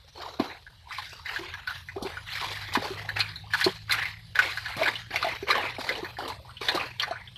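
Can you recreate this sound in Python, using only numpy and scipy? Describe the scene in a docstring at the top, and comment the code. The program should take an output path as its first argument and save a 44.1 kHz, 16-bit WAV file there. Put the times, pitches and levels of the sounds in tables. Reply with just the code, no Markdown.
"""Mud work among the stumps

Hands and boots stir shallow muddy water between wooden stumps, a few steps from a small camera's microphone.
Each move drives swarms of ringing bubbles, mud and spray; air pockets plop and gurgle as sliding sines,
drops smack and lumps of mud slap down as rings and noise bursts, and the stumps echo these single events.
Behind lie an engine that speeds up, open-air noise and a faint whine; a noise suppressor turns quiet bands down.
"""
import sys
import numpy as np
from scipy import signal
from scipy.fft import rfft, irfft
from scipy.io import wavfile
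from scipy.ndimage import uniform_filter1d, minimum_filter1d

SR = 44100
rng = np.random.default_rng(int(sys.argv[2]) if len(sys.argv) > 2 else 0)


def int16_out(signal):
    """Quantize to a 16-bit WAV file."""
    q = np.round(np.clip(np.atleast_2d(signal).T, -1, 1) * 32767)
    wavfile.write(sys.argv[1], SR, q.astype(np.int16))


N = 325318  # samples

# Relative colour of the fizzing bubbles, the thick mud and the fine spray: pitch_hz, level_db (per Hz)
BUBBLES = [(400, -83), (700, -6.5), (1370, -1), (1650, 3.5), (2150, 3), (3300, -6.5), (4600, -69)]
MUD = [(88, -49), (150, -16), (360, 0.5), (991, 4.5), (1300, -5), (1690, -49)]
SPRAY = [(2500, -46), (2850, -2.5), (4050, 6), (6260, -14), (9470, -19.5), (13000, -14)]


def stirred_water():
    """Bubbles of three size ranges ring at random, their strength following the stirring."""
    fizz = swarm(BUBBLES, cycles=56, per_s=600, spread_db=3.3, haze_db=0, count=22)
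    mud = swarm(MUD, cycles=28, per_s=220, spread_db=3.5, haze_db=-1, count=12)
    spray = swarm(SPRAY, cycles=30, per_s=1400, spread_db=3.4, haze_db=4, count=16)
    layers = [clumped(fizz, 3.0), clumped(mud, 3.4), clumped(spray, 2.2)]
    # all sizes surge together
    sloshing = gain_of(2.47 * evened(uniform_filter1d(rng.standard_normal(N), size=600)))
    return sloshing * (stirring() * layers).sum(0)


# Each move of a boot, hand or blade through the water:
# start_s, swell_s, length_s, bubbles_db, mud_db, spray_db
SPLASHES = [(0.149, 0.028, 0.18, -44, -43.5, -44), (0.385, 0.0033, 0.13, -43, -37.5, -46.5),
            (0.885, 0.044, 0.29, -41.5, -53.5, -42), (1.247, 0.043, 0.35, -37, -50, -42.5),
            (1.664, 0.0039, 0.068, -40, -76, -47), (1.956, 0.0034, 0.17, -61, -44, -67),
            (2.046, 0.048, 0.11, -42, -75, -46), (2.252, 0.12, 1, -33.5, -59, -36),
            (2.409, 0.0048, 0.1, -41.5, -39.5, -40.5), (2.68, 0.079, 0.42, -38, -36.5, -39.5),
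            (3.153, 0.013, 0.022, -31, -39.5, -41.5), (3.499, 0.055, 0.15, -29.5, -56, -34.5),
            (3.875, 0.027, 0.16, -30.5, -46, -39), (4.348, 0.089, 0.11, -26, -34.5, -34.5),
            (4.548, 0.14, 0.52, -37.5, -86, -43.5), (4.761, 0.061, 0.13, -31.5, -33.5, -37.5),
            (5.105, 0.63, 0.21, -24.5, -28.5, -31.5), (5.466, 0.0095, 0.21, -30.5, -32, -40.5),
            (5.779, 0.011, 0.24, -42.5, -39, -40.5), (5.862, 0.017, 0.19, -41.5, -36, -60),
            (6.18, 0.0056, 0.12, -45.5, -34.5, -46), (6.607, 0.0026, 0.12, -39.5, -40, -38.5),
            (6.677, 0.01, 0.17, -35, -32, -44.5), (6.977, 0.033, 0.23, -43.5, -44.5, -62)]
# One row each for bubbles, mud and spray.
# Fall while a move lasts: fall_db_per_s
SAG_DB_PER_S = [(22.5,), (31.5,), (29.5,)]
# Fall after the move ends: fall_db_per_s
SETTLE_DB_PER_S = [(125,), (192,), (72,)]
# Lapping between the moves: level_db
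CALM_DB = [(-62,), (-60,), (-56,)]
ATTACK_S, SWELL_DB = 0.0043, 13.5  # fast onset; the swell begins this far down


def stirring():
    """Strength of bubbles, mud and spray: each move sets in fast, swells, sags, and settles when it ends."""
    t = np.arange(N) / SR
    power = gain_of(CALM_DB) ** 2 * np.ones(N)
    for start_s, swell_s, length_s, *levels_db in SPLASHES:
        age = t[round(start_s * SR):][:SR] - start_s  # each move is followed for one second
        fall_db = SAG_DB_PER_S * np.minimum(age, length_s)
        fall_db += SETTLE_DB_PER_S * np.maximum(age - length_s, 0)
        fall_db += SWELL_DB * np.maximum(1 - age / max(swell_s, .002), 0)
        shape = np.clip(age / ATTACK_S, 0, 1) * gain_of(np.array(levels_db)[:, None] - fall_db)
        for layer, part in zip(power, shape):
            add(layer, start_s, part ** 2)
    return np.sqrt(power)


def swarm(spectrum, cycles, per_s, spread_db, haze_db, count):
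    """Bubbles of many sizes at random moments, a few loud, over a noise haze of countless faint ones."""
    out = np.zeros(N)
    for hz in np.geomspace(spectrum[1][0], spectrum[-2][0], count):
        loudness = gain_of(spread_db * np.minimum(rng.exponential(1, N), 4))
        hits = loudness * (rng.random(N) < per_s / count / SR)
        ring = bubble(hz, cycles / hz, 0.294, 1 / hz)
        rings = signal.oaconvolve(hits, ring / np.linalg.norm(ring))[:N]
        out += gain_of(read(spectrum, hz)) * np.sqrt(hz) * rings
    haze = evened(coloured(rng.standard_normal(N), spectrum))
    return evened(evened(out) + gain_of(haze_db) * haze)


# Air pockets that close and ring: start_s, level_db, pitch_hz
PLOPS = [(0.2, -37, 700), (0.276, -35.5, 744), (0.397, -22.5, 747), (0.512, -33.5, 2020),
         (0.666, -37.5, 1610), (0.908, -30.5, 1250), (0.984, -27, 1037), (1.259, -25, 1920),
         (1.361, -23, 1630), (1.539, -29, 1620), (1.674, -23.5, 1470), (1.707, -25.5, 1390),
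         (1.887, -28.5, 1890), (1.964, -29.5, 396), (2.05, -31.5, 380), (2.17, -29.5, 1420),
         (2.355, -26.5, 1800), (2.425, -29, 1068), (2.752, -16, 966), (2.755, -19, 1820), (2.905, -33, 377),
         (3.09, -21, 1734), (3.169, -24, 1800), (3.204, -14.5, 4200), (3.208, -19.5, 2460),
         (3.358, -27, 4050), (3.536, -13.5, 1660), (3.612, -16, 1840), (3.642, -15, 4270),
         (3.896, -23, 1550), (3.91, -17, 3940), (3.921, -15.5, 2110), (3.934, -23, 1345),
         (4.055, -21.5, 2050), (4.356, -20.5, 1680), (4.39, -9, 1520), (4.573, -23.5, 1590),
         (4.659, -26, 1630), (4.701, -34.5, 780), (4.832, -15, 2175), (4.861, -17.5, 1620),
         (4.955, -24.5, 2900), (5.143, -25.5, 786), (5.159, -14, 2174), (5.227, -20, 1220),
         (5.245, -20.5, 690), (5.268, -22, 648), (5.286, -23.5, 2020), (5.426, -30, 401),
         (5.502, -15, 1156), (5.507, -13, 2216), (5.509, -17.5, 3870), (5.553, -21, 1086),
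         (5.579, -21, 800), (5.64, -27.5, 516), (5.698, -37, 3560), (5.891, -15.5, 1990),
         (5.953, -29, 2840), (6.046, -26.5, 1810), (6.169, -32.5, 1770), (6.187, -26, 790),
         (6.25, -34, 1130), (6.301, -27, 958), (6.449, -41, 930), (6.493, -35.5, 1320),
         (6.508, -42.5, 3000), (6.569, -33, 3030), (6.614, -31, 456), (6.685, -13.5, 3700),
         (6.687, -18, 1820), (6.774, -22, 1145), (6.998, -17, 3130), (7.021, -23.5, 4480),
         (7.031, -20, 1890), (7.033, -25.5, 1140), (7.079, -31.5, 800), (7.11, -23, 684),
         (7.275, -35.5, 3200), (7.359, -33.5, 3160)]


def plops():
    """A pocket closes with a wide crack and rings, a weaker neighbour beating against it, amid a burst of fizz."""
    ring, fizz, crack = np.zeros((3, N))
    t = np.arange(6000) / SR
    chance = rng.random((len(PLOPS), 2))
    for (start_s, level_db, hz), (late, apart) in zip(PLOPS, chance):
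        t60 = 0.016 * (1500 / hz) ** 0.87  # large pockets ring longer
        add(ring, start_s, gain_of(level_db) * bubble(hz, t60, 0.04, 0.00046))
        neighbour = bubble(hz * (.8 + .45 * apart), t60, .08, .0012)
        add(ring, start_s + .008 * late, gain_of(level_db - 10) * neighbour)
        add(fizz, start_s, gain_of(level_db - 18.0 - 60 * t / 0.066) * (1 - np.exp(-t / 0.0016)))
        add(crack, start_s, gain_of(level_db - 9 - 60 * t / 0.0094) * (1 - np.exp(-t / 0.00044)))
    fizz_noise, crack_low, crack_high = (evened(coloured(rng.standard_normal(N), table))
                                         for table in (BUBBLES, BUBBLES, SPRAY))
    return ring + fizz * fizz_noise + crack * (crack_low + gain_of(3.0) * crack_high)


# Slow gurgles; a positive glide slides the pitch up, a negative one down:
# start_s, level_db, pitch_hz, t60_s, glide (half the pitch's relative change over one t60)
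GURGLES = [(2.843, -28.5, 774, 0.04, 0.54), (6.398, -44, 583, 0.073, -0.17), (7.121, -35, 956, 0.031, 1),
           (7.151, -36.5, 1150, 0.064, 1.5)]


def gurgles():
    """Trapped air escapes slowly and sings with a sliding pitch."""
    out = np.zeros(N)
    for start_s, level_db, hz, t60, glide in GURGLES:
        add(out, start_s, gain_of(level_db) * bubble(hz, t60, glide, 0.003))
    return out


# Large thrown drops that smack the surface: start_s, level_db
DROPS = [(2.025, -36.5), (2.737, -30), (3.192, -31), (3.603, -32), (3.643, -28), (3.921, -22), (4.767, -36),
         (6.278, -35.5), (6.748, -34)]
# Relative colour of a smack: pitch_hz, level_db (per Hz)
SMACK = [(1500, -10), (4000, 9), (7000, -5), (12500, -6)]


def drops():
    """Bright noise bursts: the large drops, and a random patter of small ones as strong as the spray."""
    t = np.arange(3000) / SR
    sizes = gain_of(-10.5 + 1.2 * np.minimum(rng.exponential(1, N), 4))
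    hits = stirring()[2] * sizes * (rng.random(N) < 40 / SR)  # 40 small drops a second on average
    for start_s, level_db in DROPS:
        add(hits, start_s, gain_of([level_db]))
    burst = gain_of(-60 * t / 0.041) * (1 - np.exp(-t / 0.00027))
    shape = signal.oaconvolve(hits, burst)[:N]
    return shape * evened(coloured(rng.standard_normal(N), SMACK))


# Lumps of mud slapping down, level before mixing: start_s, level_db, pitch_hz, t60_s
SLAPS = [(0.398, -20.5, 231, 0.045), (1.391, -42, 337, 0.27), (2.024, -30.5, 175, 0.017),
         (2.772, -25, 232, 0.033), (3.664, -16, 381, 0.045), (4.766, -34, 132, 0.09),
         (5.784, -31.5, 517, 0.076), (6.029, -32, 358, 0.056), (6.747, -29, 359, 0.068)]
# A lump's hollow rings at several pitches: pitch_multiple, level_db (relative)
LUMP = [(.5, -1), (1, 4.5), (1.17, 1.5), (1.44, -2.5), (1.75, -21)]


def slaps():
    """A lump lands: a dull, rough thud of several low rings and a short wet puff."""
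    ring, puff = np.zeros((2, N))
    t = np.arange(8000) / SR
    detunes = rng.uniform(.96, 1.04, (len(SLAPS), len(LUMP)))
    for (start_s, level_db, hz, t60), off in zip(SLAPS, detunes):
        for (multiple, ring_db), detune in zip(LUMP, off):
            thud = bubble(hz * multiple * detune, t60, 0.0096, 0.00041)
            add(ring, start_s, gain_of(level_db + ring_db) * thud / 2)
        puff_db = level_db - 6.5 - 60 * t / (1.13 * t60)
        add(puff, start_s, gain_of(puff_db) * (1 - np.exp(-t / 0.00037)))
    out = ring + puff * evened(coloured(rng.standard_normal(N), MUD))
    # small lumps move little deep air
    return signal.sosfilt(signal.butter(2, 130, "high", fs=SR, output="sos"), out)


def stumps(x):
    """Short echoes off the stumps and the bank: sparse taps that die fast."""
    at = np.arange(60, 8000, 20) + rng.integers(0, 20, 397)
    taps = np.zeros(8100)
    taps[at] = rng.choice([-1., 1.], len(at)) * gain_of(-60 * at / SR / 0.072)
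    return signal.oaconvolve(x, taps / np.linalg.norm(taps))[:N]


# Far engine: time_s, firing_pitch_hz, level_db
ENGINE = [(0.399, 76.2, -67), (1.9, 88.9, -56), (2.299, 100.1, -55.5), (3, 102.9, -46), (4.603, 111.1, -55),
          (6.2, 122.2, -58)]
# Its orders: pitch_multiple, level_db (relative)
ENGINE_ORDERS = [(1, 1), (1.5, -7.5)]


def engine():
    """Low orders of a far engine as sines that follow its speed, each wavering in the open air."""
    time_s, hz, level_db = np.transpose(ENGINE)
    t = np.arange(N) / SR
    turns = np.cumsum(np.interp(t, time_s, hz)) / SR
    wavers = uniform_filter1d(rng.standard_normal((len(ENGINE_ORDERS), N)), 2500, 1)
    drone = np.zeros(N)
    for (multiple, order_db), waver in zip(ENGINE_ORDERS, wavers):
        drone += gain_of(order_db + 2.4 * evened(waver)) * np.sin(2 * np.pi * multiple * turns)
    return np.sqrt(2) * gain_of(np.interp(t, time_s, level_db)) * drone


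# The open air swells slowly: time_s, level_db
AIR_SWELL = [(0, -57), (2, -48), (7.38, -50)]
# Relative colour of its rumble and hiss: pitch_hz, level_db (per Hz)
AIR = [(18, -49), (36, -12), (97, -3.5), (274, -33.5), (903, -44.5), (2560, -27), (4040, -24),
       (6720, -47.5), (13000, -41)]


def open_air():
    """Distant rumble and hiss as coloured noise, drifting in patches above the bass."""
    air = clumped(coloured(rng.standard_normal(N), AIR), 4.96)
    return level_over_time(AIR_SWELL) * air


# A far whine comes and goes: time_s, level_db
WHINE = [(0.798, -80), (4, -88), (6, -72.5)]


def insects():
    """A faint, narrow band of noise whines far off, probably insects."""
    band = signal.butter(2, [8420, 8600], "band", fs=SR, output="sos")
    return level_over_time(WHINE) * evened(signal.sosfilt(band, rng.standard_normal(N)))


def bubble(hz, t60, glide, rise_s):
    """A pocket of air rings as a decaying sine whose pitch slides: up for a positive glide."""
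    t = np.arange(int((1.2 * t60 + 4 * rise_s) * SR) + 8) / SR
    shape = (1 - np.exp(-t / rise_s)) ** 2 * gain_of(-60 * t / t60)
    return shape / shape.max() * np.sin(2 * np.pi * hz * (t + glide * t ** 2 / t60))


def clumped(x, depth_db):
    """Patches a few hundred hertz wide and about a tenth of a second long swell and sink above the bass."""
    hz, _, z = signal.stft(x, SR, nperseg=512, noverlap=384)
    patches = uniform_filter1d(rng.standard_normal(z.shape), 4, 0)
    patches = evened(uniform_filter1d(patches, 30, 1))
    z = z * gain_of(depth_db * patches * (hz > 200)[:, None])
    return evened(signal.istft(z, SR, nperseg=512, noverlap=384)[1][:N])


def coloured(x, spectrum):
    """Gives x the colour of a spectrum table."""
    gain = gain_of(read(spectrum, np.fft.rfftfreq(len(x), 1 / SR)))
    return irfft(rfft(x) * gain, len(x))


def read(points, hz):
    """Reads a spectrum table between its points, along log pitch."""
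    f, value = np.transpose(points)
    return np.interp(np.log(hz + 1), np.log(f + 1), value)


def level_over_time(points):
    """Gain that follows a table of times and levels."""
    time_s, level_db = np.transpose(points)
    return gain_of(np.interp(np.arange(N) / SR, time_s, level_db))


def gain_of(db):
    """Amplitude factor of a level in dB."""
    return 10 ** (np.asarray(db) / 20)


def evened(x):
    """Scales x to an RMS of one."""
    return x / np.sqrt(np.mean(x ** 2) + 1e-20)


def add(mix, start_s, sound):
    """Lays a sound into the mix at its start, cut at the end."""
    part = mix[round(start_s * SR):][:len(sound)]
    part += sound[:len(part)]


def scene():
    """Single water events and their echoes, over the stirred water and the far background."""
    events = plops() + gurgles() + drops() + slaps()
    echoes = gain_of(1.5) * stumps(events)
    return (events + echoes + stirred_water() + engine() + open_air() + insects())[None]


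def suppressed(x, over_db, depth_db, hold):
    """A band opens when it rises above its usual quiet level and is turned down after a hold (in frames)."""
    hz, _, z = signal.stft(x, SR, nperseg=512, noverlap=384)
    band_power = uniform_filter1d(uniform_filter1d(abs(z) ** 2, 5, 0), 5, 1)
    band_db = 10 * np.log10(abs(band_power) + 1e-16)
    rise_db = band_db - np.percentile(band_db, 15, axis=1, keepdims=True)
    opened = np.clip((rise_db - over_db) / 3, 0, 1)
    held = -minimum_filter1d(-opened, size=hold, axis=1, origin=(hold - 1) // 2)
    cut_db = depth_db * (1 - uniform_filter1d(held, 3, 1)) * (hz > 200)[:, None]  # bass stays open
    return signal.istft(z * gain_of(-cut_db), SR, nperseg=512, noverlap=384)[1][:N]


def record(dry):
    """The camera's noise suppressor, then its upper band limit."""
    clean = suppressed(dry[0], over_db=7.0, depth_db=7.0, hold=21)[None]
    low_pass = signal.firwin(401, 13150, window=("kaiser", 9), fs=SR)  # edge in Hz
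    return signal.oaconvolve(clean, low_pass[None], "same")


dry = scene()
out = record(dry)
int16_out(out)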